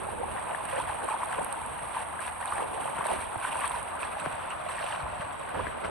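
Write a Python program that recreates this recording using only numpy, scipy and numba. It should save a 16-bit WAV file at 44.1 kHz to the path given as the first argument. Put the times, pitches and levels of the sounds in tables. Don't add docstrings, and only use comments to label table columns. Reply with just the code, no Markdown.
import sys
import numpy as np
from scipy import signal
from scipy.fft import rfft, irfft
from scipy.io import wavfile
from scipy.ndimage import uniform_filter1d
from numba import njit

SR = 44100
rng = np.random.default_rng(int(sys.argv[2]) if len(sys.argv) > 2 else 0)


def generate_wav(sig):
    pcm = np.round(np.clip(np.atleast_2d(sig).T, -1, 1) * 32767).astype(np.int16)
    wavfile.write(sys.argv[1], SR, pcm)


N = 260571
TIME_S = np.arange(N) / SR
FREQ_HZ = np.maximum(np.fft.rfftfreq(N, 1 / SR), 1)

# time in seconds, level in dB against its usual strength.
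CURRENT_STRENGTH = [(0, 0.5), (0.17, -2.5), (0.4, 0), (0.8, 3), (1.45, 1), (1.58, -0.5), (1.85, 2),
                    (2.15, -1), (2.35, -3.5), (2.6, 0.5), (3.15, 4), (3.29, 0), (3.5, 3.5), (3.85, 1),
                    (4.3, 3), (4.95, 1), (5.33, 0.5), (5.91, -1.5)]
# time in seconds, level in dB.
GURGLE_LEVELS = [(0, -42), (1.25, -49.5), (1.8, -47), (2.35, -59.5), (2.7, -43), (3.2, -46), (3.65, -45.5),
                 (3.85, -52), (4.2, -46.5), (4.5, -61.5), (5.35, -53), (5.91, -41.5)]
# time in seconds, level in dB.
AIR_GULPS = [(0.2, -42), (0.76, -49), (1.035, -41.5), (1.385, -39.5), (2.61, -39), (2.99, -43),
             (3.11, -32.5), (5.555, -36), (5.84, -40)]
# start and hold in seconds, relative babble, churn and splash levels in dB.
BREAKING_CRESTS = [(0.368, 0.019, -35.5, -46, -55), (0.49, 0.028, -38, -47, -66),
                   (0.687, 0.11, -39.5, -45, -50), (0.879, 0.035, -36.5, -44.5, -48),
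                   (1.084, 0.055, -37, -46, -52), (1.207, 0.037, -35, -50, -52),
                   (1.31, 0.11, -41, -48, -50), (1.947, 0.08, -42, -48, -49), (2.208, 0.084, -61, -48, -46),
                   (2.404, 0.11, -38.5, -48.5, -48), (2.525, 0.11, -34.5, -48.5, -45.5),
                   (2.725, 0.18, -43, -66, -58), (2.957, 0.062, -37.5, -45, -52),
                   (3.048, 0.11, -42, -44, -42.5), (3.162, 0.075, -55, -49, -46),
                   (3.426, 0.057, -52, -40, -42), (3.518, 0.28, -51, -49.5, -45.5),
                   (3.593, 0.065, -42, -42, -45), (4.007, 0.041, -52, -48, -44.5),
                   (4.192, .015, -55, -53, -45.5), (4.25, 0.014, -46, -47, -48),
                   (4.691, .26, -59, -46.5, -41), (4.808, 0.2, -41.5, -59, -48.5),
                   (5.208, 0.02, -36, -46, -47.5), (5.55, 0.13, -55, -46, -49.5),
                   (5.844, 0.012, -30.5, -45, -43)]
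# start and hold in seconds, relative level in dB.
AIR_PUFFS = [(0.023, 0.3, -52.5), (0.692, 0.28, -54.5), (1.328, 0.11, -53), (3.116, 0.087, -53),
             (3.705, 0.092, -53.5), (5.004, 0.12, -52.5), (5.545, 0.093, -44.5), (5.87, .04, -51)]
# start in seconds, relative peak in dB, starting pitch in Hz, life in seconds,
# glide as a share of pitch, left minus right in dB.
CLOSE_BUBBLES = [(0.086, -23, 860, 0.023, -0.089, -6), (0.3639, -20, 905, 0.0074, .1, 7),
                 (0.376, -28, 1050, .008, -0.089, 0), (0.503, -27, 905, .014, 0.35, -3),
                 (0.5475, -18.5, 920, 0.0092, 0.37, 0), (0.547, -28, 1640, 0.014, 0.17, 21),
                 (0.689, -32, 770, 0.013, -0.0075, 2), (0.728, -27, 556, 0.12, -0.2, -5),
                 (0.757, -24, 552, 0.087, 0.15, -4), (0.772, -21.5, 532, 0.08, -0.039, 3),
                 (0.893, -24, 833, 0.046, 0.21, 0), (1.0865, -18.5, 1050, 0.027, .1, 1),
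                 (1.165, -24, 1050, 0.022, .2, 1), (1.221, -28, 990, 0.028, .1, 0),
                 (1.2314, -15.5, 1030, 0.023, -0.072, -2), (1.291, -26, 940, 0.023, 0.0011, 4),
                 (1.3292, -19, 1450, 0.0079, 0.26, 2), (1.347, -22, 1090, 0.0073, 0.22, 0),
                 (1.964, -18, 910, 0.029, 0.057, -1), (2.139, -25.5, 1060, .015, 0.57, 8),
                 (2.191, -29, 1670, 0.024, -0.17, 16), (2.279, -21.5, 950, .007, .1, 10),
                 (2.426, -28.5, 1840, 0.024, 0.0063, 3), (2.477, -34.5, 3700, 0.016, .1, 0),
                 (2.522, -15.5, 1020, 0.03, 1.0, -1), (2.579, -22, 774, 0.02, -0.27, -7),
                 (2.581, -21, 1660, 0.0089, 0.12, 1), (2.622, -26, 937, 0.021, 0.052, -2),
                 (2.800, -20, 764, 0.024, -0.15, -3), (2.854, -20, 725, 0.023, 0.017, -4),
                 (2.877, -20.5, 1000, 0.011, -0.068, -2), (2.974, -27.5, 940, 0.032, -0.084, 6),
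                 (2.987, -22, 830, 0.016, 0.013, -1), (3.009, -29, 1070, 0.023, 0.41, 0),
                 (3.052, -21, 894, 0.031, 0.14, 0), (3.056, -20.5, 643, 0.037, -0.23, -4),
                 (3.068, -27, 1520, 0.02, 0.73, 1), (3.091, -25, 880, 0.043, 0.061, -5),
                 (3.105, -20, 905, 0.03, 0.1, 2), (3.112, -20, 905, .025, 0.16, -4),
                 (3.138, -29, 977, 0.016, .2, 0), (3.357, -20, 925, 0.013, -0.21, -4),
                 (3.358, -29, 670, .025, 0.045, -7), (3.449, -22, 1510, 0.023, .1, 0),
                 (3.449, -25, 995, 0.038, 0.046, 0), (3.472, -23, 1060, 0.022, 0.042, -4),
                 (3.49, -23, 880, 0.018, .2, -5), (3.527, -23, 905, 0.037, 0.055, -1),
                 (3.555, -18, 930, 0.018, 0.38, -1), (3.625, -24, 1110, 0.02, -0.13, 2),
                 (3.6411, -18, 1045, 0.021, 0.33, 10), (3.642, -31, 1610, 0.026, 0.054, 15),
                 (3.709, -20.5, 970, .02, 0.0004, -3), (3.95, -27, 907, 0.041, 0.43, 3),
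                 (4.0305, -20, 1040, 0.01, -0.023, 0), (4.0303, -25, 2470, 0.02, 0.16, -5),
                 (4.168, -21, 821, 0.023, .1, 0), (4.1974, -34, 2560, 0.031, .1, -2),
                 (4.695, -24, 940, .007, 0.2, -3), (4.783, -25.5, 1770, 0.018, 0.11, -1),
                 (4.839, -20.5, 740, 0.014, 0.071, -5), (4.904, -25, 835, 0.032, 0.23, -7),
                 (4.939, -22, 1000, 0.018, -0.41, -1), (4.959, -21, 980, .015, 0.13, 0),
                 (5.064, -24.5, 990, 0.04, 0.16, 1), (5.197, -29, 1070, 0.01, 0.18, -9),
                 (5.593, -27, 573, .014, -0.033, -15), (5.669, -26.5, 1700, 0.013, -0.11, 16),
                 (5.8473, -30, 1940, 0.009, -0.01, -4)]
# start in seconds, relative peak in dB, first and last pitch in Hz,
# length in seconds, left minus right in dB.
CLOSING_HOLLOWS = [(0.194, -31, 493, 510, 0.032, 0), (0.228, -26, 645, 1180, 0.021, 2),
                   (0.796, -27.5, 855, 1207, 0.024, -2), (1.113, -26, 814, 1160, 0.023, -6),
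                   (1.135, -28, 820, 1120, 0.024, -2), (1.379, -29, 940, 1220, 0.017, 0),
                   (1.381, -24.5, 527, 670, 0.023, 4), (1.395, -26.5, 645, 1080, .02, 3),
                   (2.588, -26.5, 772, 1060, .022, -1), (3.102, -23, 630, 970, 0.023, -4),
                   (3.734, -30, 880, 1140, 0.023, -5), (5.548, -30, 760, 1350, .018, -4),
                   (5.59, -28, 900, 1450, .023, -6)]
# start in seconds, relative ring peak in dB, starting pitch in Hz,
# relative snap level in dB.
SPRAY_TICKS = [(0.6522, -31, 8900, -40), (0.912, -36, 10500, -45), (1.0427, -27, 9700, -45),
               (1.246, -32, 10200, -42), (1.257, -31, 8900, -50), (1.4297, -35, 8900, -50),
               (1.4453, -16.5, 10600, -43), (1.5254, -27, 8650, -40), (1.6611, -26, 9800, -48),
               (2.2034, -31.5, 9100, -45), (2.4563, -28, 8860, -46), (2.5341, -34, 8650, -52),
               (2.584, -36, 8600, -51), (3.067, -31, 8350, -35), (3.6068, -27, 8900, -48),
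               (3.6767, -24, 9000, -32), (3.696, -30, 8400, -44), (3.8287, -30, 9400, -46),
               (4.1985, -32.5, 8000, -48), (5.49, -34, 9600, -45)]
# start in seconds,
# tap peak in dB, tap life in seconds, thud peak in dB, starting thud pitch in Hz, left minus right in dB.
CAMERA_KNOCKS = [(0.881, -42, .02, -38, 75, -6), (1.382, -31, 0.1, -40, 202, 14),
                 (1.815, -45, .02, -40, 151, 2), (2.984, -24, 0.013, -39, 215, 6),
                 (3.354, -30, .02, -37.5, 116, -13), (4.26, -16.5, 0.0041, -31, 188, 8),
                 (4.329, -40, .004, -40, 116, -2), (5.022, -40, .02, -37, 68, 5),
                 (5.19, -44, .02, -36.5, 180, 2), (5.233, -46, .01, -41.5, 95, 2),
                 (5.546, -25, 0.33, -52, 100, -8), (5.593, -29, 0.21, -44, 100, -7),
                 (5.667, -23.5, 0.055, -53, 142, 11), (5.84, -27, 0.1, -49, 109, -8)]

# frequency in Hz, gain in dB.
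GURGLE_EQ = [(130, -25), (220, -6), (300, -3.5), (390, -2.5), (500, 0), (620, -1), (800, -10), (1200, -40)]
BABBLE_EQ = [(300, -16), (520, -4.5), (700, 4), (950, 2), (1120, 0.5), (1350, -9.5), (1650, -13),
             (2200, -40), (4000, -20)]
CHURN_EQ = [(700, -12), (1150, -14), (1500, -1), (1850, -3.5), (2300, -10), (3200, -13.5), (5000, -27)]
SPLASH_EQ = [(500, -18), (1000, 10), (1600, -7), (2050, -5), (2600, -2), (3300, -9), (4000, -12.5),
             (5000, -25.5), (6400, -25.5), (7300, -63)]
NOTES_EQ = [(480, -4), (650, 1), (950, -1), (1200, -3.5), (1600, -8), (2100, -26), (2600, -23), (3400, -23)]
SIZZLE_EQ = [(2600, -8), (3500, 3.5), (4400, 3), (5200, -6.5), (6000, -3.5), (6600, -15), (7100, -30),
             (7600, -50)]
FIZZ_EQ = [(7000, -89), (7850, -31), (8020, 8), (9300, 6), (10000, 3.5), (11000, -5), (12000, -13),
           (13000, -25.5), (13600, -55)]
WASH_EQ = [(40, -22), (150, -10.5), (280, -9), (420, -11), (620, -4), (950, 2.5), (1400, -6), (2500, -13.5),
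           (4000, -24), (7000, -58.5)]
RUMBLE_EQ = [(20, -61), (35, -7.5), (55, 0), (82, 3), (115, -2), (170, -4), (300, -15.5), (500, -7.5),
             (1200, -71)]
TICK_EQ = [(2000, -10), (5000, -11), (6400, -8), (7600, -28), (8100, 14), (11000, -5), (13000, -12)]
SNAP_EQ = [(1500, -4), (2600, -2), (4000, 2), (5500, -19), (6600, -12), (7400, -32), (8100, 3), (10500, 9),
           (13000, -22)]
# frequency in Hz, gain in dB.
TURNED_BABBLE_EQ = [(450, 1), (620, 5.5), (900, -7.5), (1200, -0.5), (1600, 3)]
TURNED_FIZZ_EQ = [(7500, 12), (8300, 2), (8650, 1), (8900, -7.5), (9400, 2), (9900, -2.5), (10400, -2.5),
                  (11200, 0.5), (13000, -2)]
# frequency in Hz, lag of the left in radians.
MIC_LAG = [(20, 1.1), (150, 1.6), (300, 3.0), (480, 4.1), (760, 4.4), (900, 6.4), (1500, 6.4), (2000, 6.8),
           (3000, 5.5), (4000, 6.2)]
# frequency in Hz, left minus right in dB.
MIC_BALANCE = [(30, -1), (90, -2.5), (200, -4), (550, -4), (850, 2), (1600, 1), (2200, -1.5), (3500, -2),
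               (5000, 0)]

TURN_START_S, TURN_LENGTH_S = 3.66, 0.99
TURN_SHARE = np.clip((TIME_S - TURN_START_S) / TURN_LENGTH_S, 0, 1)
BASS_DELAY_S, BASS_CORNER_HZ, LOWPASS_HZ = 0.0076, 430, 13500


def undb(db):
    return 10 ** (np.asarray(db) / 20)


def unit(x):
    return x / np.sqrt(np.mean(x ** 2))


def over_hz(points):
    hz, value = np.transpose(points)
    return np.interp(np.log(FREQ_HZ), np.log(hz), value)


def tint(x, eq):
    return irfft(rfft(x) * undb(over_hz(eq)), N)


def turning(x, eq):
    return (1 - TURN_SHARE) * x + TURN_SHARE * tint(x, eq)


def sides(pan_db):
    return undb(np.array([pan_db, -pan_db]) / 2)


def wander(rate_hz):
    step = int(SR / rate_hz)
    held = np.repeat(rng.standard_normal(N // step + 1), step)
    return unit(uniform_filter1d(uniform_filter1d(held, step), step)[:N])


def noise(correlation):
    mid, side = rng.standard_normal((2, N))
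    return unit(np.sqrt(1 + correlation) * mid + np.sqrt(1 - correlation) * np.array([side, -side]))


def swell(start_s, hold_s, level_db, attack_s, release_s):
    power = np.zeros(N)
    for at_s, length_s, gain in np.broadcast(start_s, hold_s, undb(level_db)):
        rise = np.clip(1 + (TIME_S - at_s) / attack_s, 0, 1)
        fall = np.exp(-np.clip((TIME_S - at_s - length_s) / release_s, 0, 20))
        power += (gain * rise * fall) ** 2
    return power


def on_top(steady_db, power):
    return 10 * np.log10(undb(steady_db) ** 2 + power)


@njit
def ring(start_s, hz, life_s, glide, gains, attack):
    out = np.zeros((2, N))
    for k in range(len(start_s)):
        first, count = int(start_s[k] * SR), int(life_s[k] * SR)
        phase = 0.
        for i in range(min(count, N - first)):
            age = i / count
            phase += hz[k] * (1 + glide[k] * age) / SR
            if age < attack:
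                envelope = np.sin(np.pi / 2 * age / attack) ** 2
            else:
                envelope = np.exp(-6.9 * (age - attack))
            sample = envelope * np.sin(2 * np.pi * phase)
            out[0, first + i] += gains[0, k] * sample
            out[1, first + i] += gains[1, k] * sample
    return out


def swarm(count, low_hz, high_hz, cycles, glide, spread_db, pan_db, attack):
    when, pitch, size, length, place = rng.random((count, 5)).T
    hz = low_hz * (high_hz / low_hz) ** pitch
    life_s = cycles * (.5 + length) / hz
    size_db = -spread_db * np.log(size + .02)
    gains = undb(size_db) * hz * sides(pan_db * (2 * place - 1))
    return unit(ring(when * N / SR, hz, life_s, glide * 2 * length, gains, attack))


def gurgle():
    bubbles = swarm(2600, low_hz=160, high_hz=900, cycles=9, glide=.3,
                    spread_db=2.5, pan_db=10, attack=.12)
    start_s, gulp_db = np.transpose(AIR_GULPS)
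    gulps = swell(start_s, hold_s=.03, level_db=gulp_db, attack_s=.037, release_s=.031)
    steady_db = np.interp(TIME_S, *np.transpose(GURGLE_LEVELS))
    return unit(tint(bubbles, GURGLE_EQ)) * undb(on_top(steady_db, gulps))


def babble(level_db):
    bubbles = swarm(6000, low_hz=450, high_hz=2600, cycles=16, glide=.45,
                    spread_db=2.3, pan_db=9, attack=.15)
    bubbles = turning(tint(bubbles, BABBLE_EQ), TURNED_BABBLE_EQ)
    flicker_db = .5 * wander(rate_hz=45)
    return unit(bubbles * undb(flicker_db)) * undb(level_db)


def churn(level_db):
    bubbles = swarm(5000, low_hz=1050, high_hz=3300, cycles=22, glide=.2,
                    spread_db=2.7, pan_db=9, attack=.07)
    return unit(tint(bubbles, CHURN_EQ)) * undb(level_db)


def splash(drive_db, burst_db):
    froth = swarm(15000, low_hz=900, high_hz=7500, cycles=25, glide=.12,
                  spread_db=3.5, pan_db=12, attack=.05)
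    tinkle = swarm(1600, low_hz=1300, high_hz=3600, cycles=36, glide=.12,
                   spread_db=2.6, pan_db=10, attack=.03)
    water = froth + undb(-4) * tinkle + noise(correlation=.3)
    return unit(tint(water, SPLASH_EQ) * undb(burst_db)) * undb(drive_db + .5)


def notes(level_db):
    bubbles = swarm(800, low_hz=520, high_hz=2600, cycles=30, glide=.7,
                    spread_db=1.6, pan_db=8, attack=.12)
    return unit(tint(bubbles, NOTES_EQ)) * undb(level_db)


def sizzle(level_db, burst_db):
    drops = swarm(12000, low_hz=2800, high_hz=7200, cycles=28, glide=.08,
                  spread_db=3, pan_db=10, attack=.03)
    return unit(tint(drops, SIZZLE_EQ) * undb(burst_db)) * undb(level_db)


def fizz(level_db, burst_db, turn_fade_db=-5.5):
    mist = swarm(9000, low_hz=7500, high_hz=13500, cycles=30, glide=.05,
                 spread_db=3.5, pan_db=4, attack=.03)
    mist = tint(mist + undb(4) * noise(correlation=.8), FIZZ_EQ)
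    mist = turning(mist, TURNED_FIZZ_EQ)
    return unit(mist * undb(burst_db)) * undb(level_db + turn_fade_db * TURN_SHARE)


def wash(level_db):
    return unit(tint(noise(correlation=.025), WASH_EQ)) * undb(level_db + .5 * wander(rate_hz=5.2))


def rumble():
    puffs = swell(*np.transpose(AIR_PUFFS), attack_s=.035, release_s=.059)
    level_db = on_top(-56 - wander(rate_hz=10), puffs) + 5
    return unit(tint(noise(correlation=.68), RUMBLE_EQ)) * undb(level_db)


def plops():
    start_s, peak_db, hz, life_s, glide, pan_db = np.transpose(CLOSE_BUBBLES).copy()
    gains = undb(peak_db - 2) * sides(pan_db)
    snaps = ring(start_s, 1.7 * hz, 6 / hz, glide / 4, undb(-13) * gains, attack=.15)
    return ring(start_s, hz, life_s, glide, gains, attack=.051) + snaps


def glugs():
    out = np.zeros((2, N))
    for start_s, peak_db, from_hz, to_hz, length_s, pan_db in CLOSING_HOLLOWS:
        age = np.linspace(0, 1, int(length_s * SR))
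        hz = from_hz + (to_hz - from_hz) * age ** 1.33
        envelope = np.sin(np.pi / 2 * np.interp(age, [0, .17, 1], [0, 1, 0]))
        note = undb(peak_db) * envelope * np.sin(2 * np.pi * np.cumsum(hz) / SR)
        first = int(start_s * SR)
        out[:, first:first + len(note)] += np.outer(sides(pan_db), note)
    return out


def ticks(snap_t60_s=.01):
    start_s, ring_db, hz, snap_db = np.transpose(SPRAY_TICKS).copy()
    gains = np.tile(undb(ring_db - 3.5), (2, 1))
    rings = ring(start_s + .001, hz, life_s=60 / hz, glide=np.full(len(hz), .3), gains=gains, attack=.02)
    snap_power = swell(start_s + .0015, hold_s=0, level_db=snap_db,
                       attack_s=.0003, release_s=snap_t60_s / np.log(1000))
    snaps = unit(tint(rng.standard_normal(N), SNAP_EQ)) * np.sqrt(snap_power)
    return tint(rings, TICK_EQ) + snaps


def knocks():
    start_s, tap_db, tap_life_s, thud_db, thud_hz, pan_db = np.transpose(CAMERA_KNOCKS).copy()
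    sag = np.full(len(start_s), -.4)
    out = ring(start_s, thud_hz, 7 / thud_hz, sag, undb(thud_db) * sides(pan_db), attack=.12)
    dull_band = signal.butter(4, [90, 1700], "bandpass", fs=SR, output="sos")
    age_s = TIME_S[:SR // 4]
    for k, first in enumerate((start_s * SR).astype(int)):
        force = rng.standard_normal(len(age_s)) * np.exp(-np.log(1000) * age_s / tap_life_s[k])
        force[0] += 24
        tap = signal.sosfilt(dull_band, force)[:N - first]
        tap *= undb(tap_db[k]) / np.abs(tap).max()
        out[:, first:first + len(tap)] += np.outer(sides(pan_db[k]), tap)
    return out


def walls(x, t60_s, wet_db, gap_s=.006):
    age_s = TIME_S[:SR // 2]
    tail = rng.standard_normal((2, len(age_s))) * np.exp(-np.log(1000) * age_s / t60_s) * (age_s > gap_s)
    tail /= np.sqrt(np.sum(tail ** 2, axis=1, keepdims=True))
    return x + undb(wet_db) * signal.fftconvolve(x, tail, axes=1)[:, :N]


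def ports(x):
    phase_rad = np.outer([-1, 0], over_hz(MIC_LAG))
    response = sides(over_hz(MIC_BALANCE)) * np.exp(1j * phase_rad)
    return irfft(rfft(x) * response, N)


def scene():
    flow_db = np.interp(TIME_S, *np.transpose(CURRENT_STRENGTH))
    start_s, hold_s, fold_db, stir_db, spray_db = np.transpose(BREAKING_CRESTS)
    fold = swell(start_s, hold_s, fold_db, attack_s=.013, release_s=.0056)
    stir = swell(start_s, hold_s, stir_db, attack_s=.0092, release_s=.016)
    spray = swell(start_s, hold_s, spray_db, attack_s=.0092, release_s=.016)
    burst_db = wander(rate_hz=60)

    water = gurgle()
    water += babble(on_top(-41 + .44 * flow_db, fold))
    water += churn(on_top(-53.5 + flow_db, stir))
    water += splash(on_top(-49 + flow_db, spray), 2 * burst_db)
    water += notes(-46 + .44 * flow_db)
    water += sizzle(on_top(-69 + .9 * flow_db, spray * undb(-15) ** 2), burst_db)
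    water = walls(water, t60_s=.2, wet_db=-13)

    fizz_db = on_top(-48.5 + .45 * flow_db, spray * undb(-2) ** 2)
    fine_spray = (fizz(fizz_db, burst_db) + ticks()) * undb([[-17], [5.5]])
    background = wash(-41 + .1 * flow_db) + rumble()
    return ports(water + fine_spray + background + plops() + glugs()) + knocks()


def record(dry):
    lag_rad = 2 * np.pi * BASS_DELAY_S * BASS_CORNER_HZ * np.tanh(FREQ_HZ / BASS_CORNER_HZ)
    delayed = irfft(rfft(dry) * np.exp(-1j * lag_rad), N)
    lowpass = signal.ellip(8, .2, 70, LOWPASS_HZ, fs=SR, output="sos")
    return signal.sosfilt(lowpass, delayed)


dry = scene()
out = record(dry)
generate_wav(out)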